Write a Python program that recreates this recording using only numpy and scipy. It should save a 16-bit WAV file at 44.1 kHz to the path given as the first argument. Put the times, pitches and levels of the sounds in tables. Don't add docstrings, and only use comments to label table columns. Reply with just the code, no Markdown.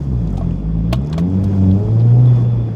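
import sys
import numpy as np
from scipy import signal
from scipy.io import wavfile
from scipy.ndimage import uniform_filter1d

SR = 44100
rng = np.random.default_rng(int(sys.argv[2]) if len(sys.argv) > 2 else 0)


def invert_db(x):
    u = np.asarray(x, float) / 20
    return 10 ** u


def unload_audio(sound):
    columns = np.transpose(np.atleast_2d(sound))
    steps = np.round(np.clip(columns, -1, 1) * 32767)
    wavfile.write(sys.argv[1], SR, steps.astype(np.int16))


N = 121275


def evened(x):
    return x / np.sqrt(np.mean(x ** 2) + 1e-20)


def peaked(x):
    return x / np.abs(x).max()


def drift(size):
    return evened(uniform_filter1d(uniform_filter1d(rng.standard_normal(N), size), size))


def read(points, hz):
    f, value = np.transpose(points)
    return np.interp(np.log(hz + 1), np.log(f + 1), value)


def causal(x, db_of, size):
    db = np.maximum(db_of(np.abs(np.fft.fftfreq(size, 1 / SR))), -100)
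    log_gain = db * np.log(10) / 20
    taps = np.fft.ifft(np.exp(log_gain - 1j * signal.hilbert(log_gain).imag)).real[:size // 2]
    return signal.oaconvolve(x, taps)[:len(x)]


def resonate(x, hz, width):
    turn = np.exp(2j * np.pi * hz * np.arange(len(x)) / SR)
    r = np.exp(-np.pi * width / SR)
    return 2 * (turn * signal.lfilter([1 - r], [1, -r], x / turn)).real


def narrow_noise(hz, width):
    air = rng.standard_normal(N)
    return evened(resonate(resonate(air, hz, width), hz, width))


def noise(spectrum, patch_db, size):
    flicker_db = 0.27
    hz = np.fft.rfftfreq(size, 1 / SR)
    frames = N // (size // 4) + 5
    a, b, patches = rng.standard_normal((frames, len(hz), 3)).T
    patches = evened(uniform_filter1d(uniform_filter1d(patches, 10, 0), 10, 1))
    flicker = evened(uniform_filter1d(rng.standard_normal(frames), size=3))
    level_db = read(spectrum, hz)[:, None] + patch_db * patches + flicker_db * flicker
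    z = (a + 1j * b) * invert_db(level_db)
    return evened(signal.istft(z, nperseg=size, noverlap=size * 3 // 4)[1][:N])


def ring(x, modes, shift):
    t = np.arange(SR // 8) / SR
    bell = sum(invert_db(db - 60 * t / t60) * np.sin(2 * np.pi * hz * shift * t) for hz, db, t60 in modes)
    return signal.fftconvolve(x, bell)[:len(x)]


# start in seconds, firing rate in Hz, load in dB,
# pulse sharpness in dB per doubling of order, road and air level in dB.
DRIVE = [(0.0, 73.73, -19, -5.5, -45.5), (0.101, 64.55, -16, -3.5, -47.5), (0.36, 45.31, -15, -4.5, -44.5),
         (0.488, 41.16, -14.5, -4.5, -44.5), (0.611, 51.03, -18, -4.5, -47.5),
         (0.67, 53.76, -12, -5, -46.5), (0.861, 55.94, -14.5, -6, -46), (1.192, 84.5, -18, -1, -42.5),
         (1.289, 92.5, -15, -1.5, -44.5), (1.368, 96.6, -11.5, -3.5, -42.5), (1.502, 97.83, -10, -5, -41),
         (1.7, 93.63, -5, -4, -41), (1.848, 106.5, -12.5, -0.5, -43.5), (2.012, 115.7, -9, -2, -41.5),
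         (2.212, 124.5, -8.5, 1.5, -41), (2.338, 120.6, -11.5, -4.5, -38),
         (2.469, 119.6, -16.5, 0.5, -42.5), (2.75, 110.8, -18, -3.5, -45)]


def control(index):
    table = np.array(DRIVE)
    line = np.interp(np.arange(N) / SR, table[:, 0], table[:, index])
    return uniform_filter1d(line, size=1500, mode="nearest")


def air_level():
    level = control(index=4)
    return level - level.mean()


def turns():
    wobble = 0.0035
    return np.cumsum(control(index=1) * (1 + wobble * drift(size=500))) / SR


# centre in Hz, width in Hz, peak or notch in dB.
BOOM = [(65, 9.6, 3.5), (74.1, 7.9, -11.5), (102.6, 9.3, -2.5), (121.5, 20, 7), (156.7, 8.2, -6),
        (165.5, 30, 10), (182.9, 2.7, -21), (185, 4.7, 6), (208.1, 12.6, -6), (225, 12, -4),
        (241.6, 26, -8), (275.7, 28, 6), (325.4, 55, -8), (422, 53, 9.5), (518, 40, -2), (612, 23, 7),
        (728, 32, 6.5), (840, 110, 14)]
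# frequency in Hz, level in dB.
MUFFLE = [(25, -8), (50, -0.5), (200, 1.5), (300, -10), (600, -25), (1200, -54), (3000, -72.5)]
# time in seconds, level of the second firing order in dB,
# level of the higher odd firing orders in dB.
CANCEL = [(0, 3, 1.5), (.18, -0.5, -1.5), (0.251, -3, -2), (.35, 2.5, -3.5), (.56, 4.5, 0),
          (0.651, -12, -0.5), (.78, -2, -0.5), (.92, 1.5, 1), (1.78, -0.5, 2), (1.85, -6.5, -6.5),
          (1.96, -9, 4), (2.049, -3.5, -7), (2.3, -0.5, -10.5), (2.501, -8.5, -6.5), (2.75, -9, 1)]


def engine(phase):
    half_db, quarter_db, uneven_db = -22.5, -35.5, 1.0
    sharpness = control(index=3)
    s, second, odd = np.transpose(CANCEL)
    second_db = np.interp(np.arange(N) / SR, s, second)
    odd_db = np.interp(np.arange(N) / SR, s, odd)
    out = np.zeros(N)
    for q in range(1, 49):
        order = q / 4
        firing = q % 4 == 0
        if firing:
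            order_db, start = 0, 0
        else:
            order_db = half_db if q % 2 == 0 else quarter_db
            start = rng.uniform(0, 2 * np.pi)
        if q == 8:
            order_db = order_db + second_db
        elif q % 8 == 4 and q > 4:
            order_db = order_db + odd_db
        spread_db = uneven_db * (1 if firing else 3) * drift(size=900)
        level = invert_db(order_db + sharpness * np.log2(max(order, 1)) + spread_db)
        out += level * np.cos(2 * np.pi * order * phase + start)

    def body(hz):
        peaks = sum(db / (1 + (2 * (hz - f) / width) ** 2) for f, width, db in BOOM)
        return read(MUFFLE, hz) + peaks

    return causal(out * invert_db(control(index=2) - 4.5), body, size=32768)


# frequency in Hz, level in dB per Hz.
RUMBLE = [(20, -31), (40, -4), (60, 5.5), (130, 5.5), (230, 6), (330, -24), (700, -110)]


def road_rumble():
    return noise(RUMBLE, patch_db=1.5, size=4096) * invert_db(-28 + 0.11 * air_level())


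# frequency in Hz, level in dB per Hz.
AIR = [(140, -37), (235, -4.5), (310, -9.5), (576, -19.5), (1090, -28.5), (1600, -38), (3500, -47),
       (13000, -100)]


def air_hiss(phase):
    puff = 1 + 0.076 * np.cos(2 * np.pi * phase)
    return noise(AIR, patch_db=1.4, size=512) * puff * invert_db(-32 + air_level())


# time in seconds, rustle level in dB.
RUSTLE = [(0, -70), (.045, -71), (.06, -74), (.4, -74), (.6, -76), (.64, -80), (.9, -79.5), (.99, -77.5),
          (1.1, -76), (1.24, -77.5), (1.35, -71), (1.39, -72.5), (1.6, -68.5), (1.85, -71.5), (2.1, -71),
          (2.42, -69.5), (2.47, -76), (2.75, -77.5)]
# frequency in Hz, level in dB per Hz.
FIZZ = [(2500, -15.5), (4500, 2), (6500, 0.5), (8500, -7.5), (11000, -11.5), (15800, -16)]


def cloth_rustle():
    level_db = np.interp(np.arange(N) / SR, *np.transpose(RUSTLE))
    return noise(FIZZ, patch_db=0.6, size=256) * invert_db(10.5 + level_db)


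# centre in Hz, width in Hz, level in dB.
WHISTLE = [
    (2442, 52, -71),
    (3293, 76, -67.5),
    (4990, 790, -67),
]


def vents():
    level = air_level()
    return sum(invert_db(db + level) * narrow_noise(hz, width) for hz, width, db in WHISTLE)


# frequency in Hz, level in dB per Hz.
CRACK = [(530, -37.5), (900, -0.5), (1120, -1.5), (1940, -17), (2180, -10.5), (3360, -8), (4980, -16.5),
         (15700, -29.5)]


def crackle():
    clicks_per_s, spread_db, t60 = 83, 3.5, 0.015
    draw = rng.random((N, 2))
    clicks = (draw[:, 0] < clicks_per_s / SR) * invert_db(-spread_db * np.log(draw[:, 1] + 0.01))
    t = np.arange(600) / SR
    grain = rng.standard_normal(600) * invert_db(-60 * t / t60)
    clicks = signal.oaconvolve(clicks, grain)[:N]
    return invert_db(-69) * causal(clicks, lambda hz: read(CRACK, hz) - 30 * (hz < 2000), size=2048)


def snap(peak_db, hz):
    t60, width_octaves = 0.016, 0.42
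    t = np.arange(1500) / SR
    burst = rng.standard_normal(len(t)) * invert_db(-60 * t / t60)
    top_db = -26 + 14 * np.log2(min(hz / 6000, 1))

    def colour(f):
        hump = -12 * (np.log2((f + 50) / hz) / width_octaves) ** 2
        return np.maximum(hump, np.where(f > hz, top_db, -99))

    return invert_db(peak_db) * peaked(causal(burst, colour, size=1024))


def place(rows, voice):
    out = np.zeros(N + SR)
    for s, *settings in rows:
        sound = voice(*settings)
        out[round(s * SR):][:len(sound)] += sound
    return out[:N]


# start in seconds, peak in dB, centre pitch in Hz.
SNAPS = [(.221, -57, 11000), (.222, -59, 7470), (.268, -60, 13700), (.304, -56.5, 11800),
         (.328, -53.5, 12200), (.341, -62.5, 11000), (.398, -49.5, 10000), (.245, -54.5, 5540),
         (.273, -46.5, 6300), (.276, -41.5, 3580), (.28, -48.5, 4030), (.304, -47, 5880),
         (.328, -49.5, 6820), (.358, -47, 8060), (.427, -60, 13650), (.427, -56.5, 5000),
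         (.51, -51.5, 6480), (.507, -41, 2920), (.787, -55, 12270), (.919, -43, 3332), (.944, -29, 3200),
         (1.018, -54, 7160), (1.033, -61, 6987), (1.048, -49.5, 6830), (1.063, -44, 5590),
         (1.071, -39, 5400), (1.071, -51, 9030), (1.071, -56, 15100), (1.099, -42, 6040),
         (.929, -20.5, 4260), (1.129, -27.5, 3820), (1.18, -34.5, 3650), (1.187, -42.5, 13870),
         (1.13, -35.5, 1296), (1.14, -33, 1710), (1.181, -33.5, 1230), (1.189, -33, 1970),
         (1.3, -51.5, 7083), (1.402, -36.5, 604), (1.524, -41, 573), (1.567, -37.5, 640),
         (1.608, -33.5, 620), (1.875, -39.5, 668), (1.986, -37.5, 597), (1.532, -36.5, 1456),
         (1.64, -42, 3048), (1.712, -36, 3492), (1.997, -39.5, 4350), (2.004, -38.5, 3580),
         (2.016, -42.5, 3533), (2.08, -43, 3011), (2.085, -50.5, 4700), (2.255, -42, 3400),
         (2.36, -50.5, 6500), (.935, -26.5, 904), (.946, -32.5, 1110), (1.196, -35.5, 1210),
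         (1.2, -41, 3210), (1.145, -42.5, 2500)]


def snaps():
    return place(SNAPS, snap)


# pitch in Hz, level in dB, 60 dB decay in seconds.
TRIM = [(2449, -3, 0.035), (3020, -10, 0.06), (3414, -6.5, .04), (4000, -8, 0.03), (3750, -4, 0.04),
        (4280, -3, 0.015), (6400, -14, .02), (7200, -16, .02)]
# pitch in Hz, level in dB, 60 dB decay in seconds.
HOLLOW = [(630, -1, 0.055), (1048, -8.5, 0.09), (1830, -14, .04)]
# pitch in Hz, level in dB, 60 dB decay in seconds.
DEEP = (300.5, -6, .06)


def knock(peak_db, pitch, hollow_db, thin):
    contacts_per_s, chatter_s, tail_t60, top_t60 = 4500, 0.0041, 0.068, 0.14
    t = np.arange(SR // 6) / SR
    draw = rng.random((len(t), 3))
    rise = np.minimum(t / 0.001, 1) * np.minimum(0.4 + 0.6 * t / 0.0043, 1)
    shape = rise * invert_db(-60 * np.maximum(t - chatter_s, 0) / tail_t60)
    chatter = shape * (draw[:, 0] < contacts_per_s / SR) * (2 * draw[:, 1] - 1) ** 3
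    spray = shape * (2 * draw[:, 2] - 1) * 0.17 + chatter
    dull = 2.2 * (peak_db + 15) * (1 - thin) ** 2

    def colour(hz):
        tilt = 14 * thin * np.log2((hz + 50) / 5000) * (hz < 5000)
        top = dull * np.log2(np.maximum(hz / 8000, 1))
        return read(CRACK, hz) + tilt - 40 * (hz < 800) + top

    crack = causal(spray * invert_db(-60 * t / top_t60), colour, size=2048)
    crack = crack + 0.21 * causal(spray, lambda hz: colour(hz) - hz / 600, size=2048)
    rung = ring(chatter, TRIM, 1 + 0.02 * (draw[0, 1] - 0.5))
    bright = peaked(peaked(crack) + invert_db(-9.5 - 2.3 * thin) * peaked(rung))

    deep_hz, deep_db, deep_t60 = DEEP
    deep_db = deep_db + 0.4 * (peak_db + hollow_db + 21)
    push = np.sin(np.pi * np.minimum(t / 0.00095, 1))
    body = peaked(ring(push, HOLLOW + [(deep_hz, deep_db, deep_t60)], pitch))
    return invert_db(peak_db) * bright + invert_db(hollow_db) * body * np.minimum(t / 0.0022, 1)


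# start in seconds, peak in dB, hollow pitch factor,
# hollow body level in dB, thinness from 0 to 1.
KNOCKS = [
    (.37, -35, 1.8, -46, 0.4),
    (.3765, -40.5, 1.23, -22.5, 0.6),
    (.41, -44.5, 1.05, -17.5, 0),
    (.9262, -14, 1.04, -6.5, 0.06),
    (.956, -39.5, 0.89, -54, 0.6),
    (1.1263, -25.5, 0.84, -52, .05),
    (1.178, -22.5, 1.05, -14.5, .05),
    (1.192, -37.5, 1.0, -60, .9),
    (1.205, -43, 0.87, -56, 0.8),
    (1.4376, -33, 1.1, -50, 1),
]


def knocks():
    return place(KNOCKS, knock)


# centre in seconds, level in dB, pitch in Hz.
BUMPS = [
    (1.182, -24, 64.38),
    (1.869, -22, 54.8),
    (2.099, -35, 58),
    (2.194, -27, 58.37),
    (2.372, -36.5, 59.6),
    (2.594, -21.5, 57),
]


def road_bumps():
    out = np.zeros(N)
    for s, db, hz in BUMPS:
        late = np.arange(N) / SR - s
        out += invert_db(db) * np.exp(-0.5 * (late / 0.028) ** 2) * np.sin(2 * np.pi * hz * late)
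    return out


# centre in Hz, width in Hz, level in dB.
SQUEAK_LOW = [
    (2720, 60, -6),
    (2471, 70, -5),
]


def squeak():
    squeak_hz, from_s = 3451, 2.235
    late = np.arange(N) / SR - from_s
    since = np.maximum(late, 0)
    lift_db = 14.5 * np.clip(late * 20, 0, 1) - 20 * since
    line = np.sqrt(2) * np.sin(2 * np.pi * np.cumsum(squeak_hz + 14 * drift(size=300)) / SR)
    fuzz = invert_db(-2) * narrow_noise(squeak_hz, 95)
    under = sum(invert_db(db) * narrow_noise(hz, width) for hz, width, db in SQUEAK_LOW) * invert_db(-15 * since)
    return (line + fuzz + under) * invert_db(-70.5 + lift_db + 1.2 * drift(size=400))


def scene():
    phase = turns()
    drive = engine(phase) + road_rumble() + road_bumps()
    air = air_hiss(phase) + cloth_rustle() + vents()
    loose = crackle() + snaps() + knocks() + squeak()
    return (drive + air + loose)[None]


def low_pass(x):
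    return signal.sosfilt(signal.butter(12, 15850, fs=SR, output="sos"), x)


def record(dry):
    fade = np.minimum(np.arange(N) / SR / 0.0047, 1)
    mix = 0.99 * np.tanh(dry * fade / 0.87)
    return low_pass(mix)


dry = scene()
out = record(dry)
unload_audio(out)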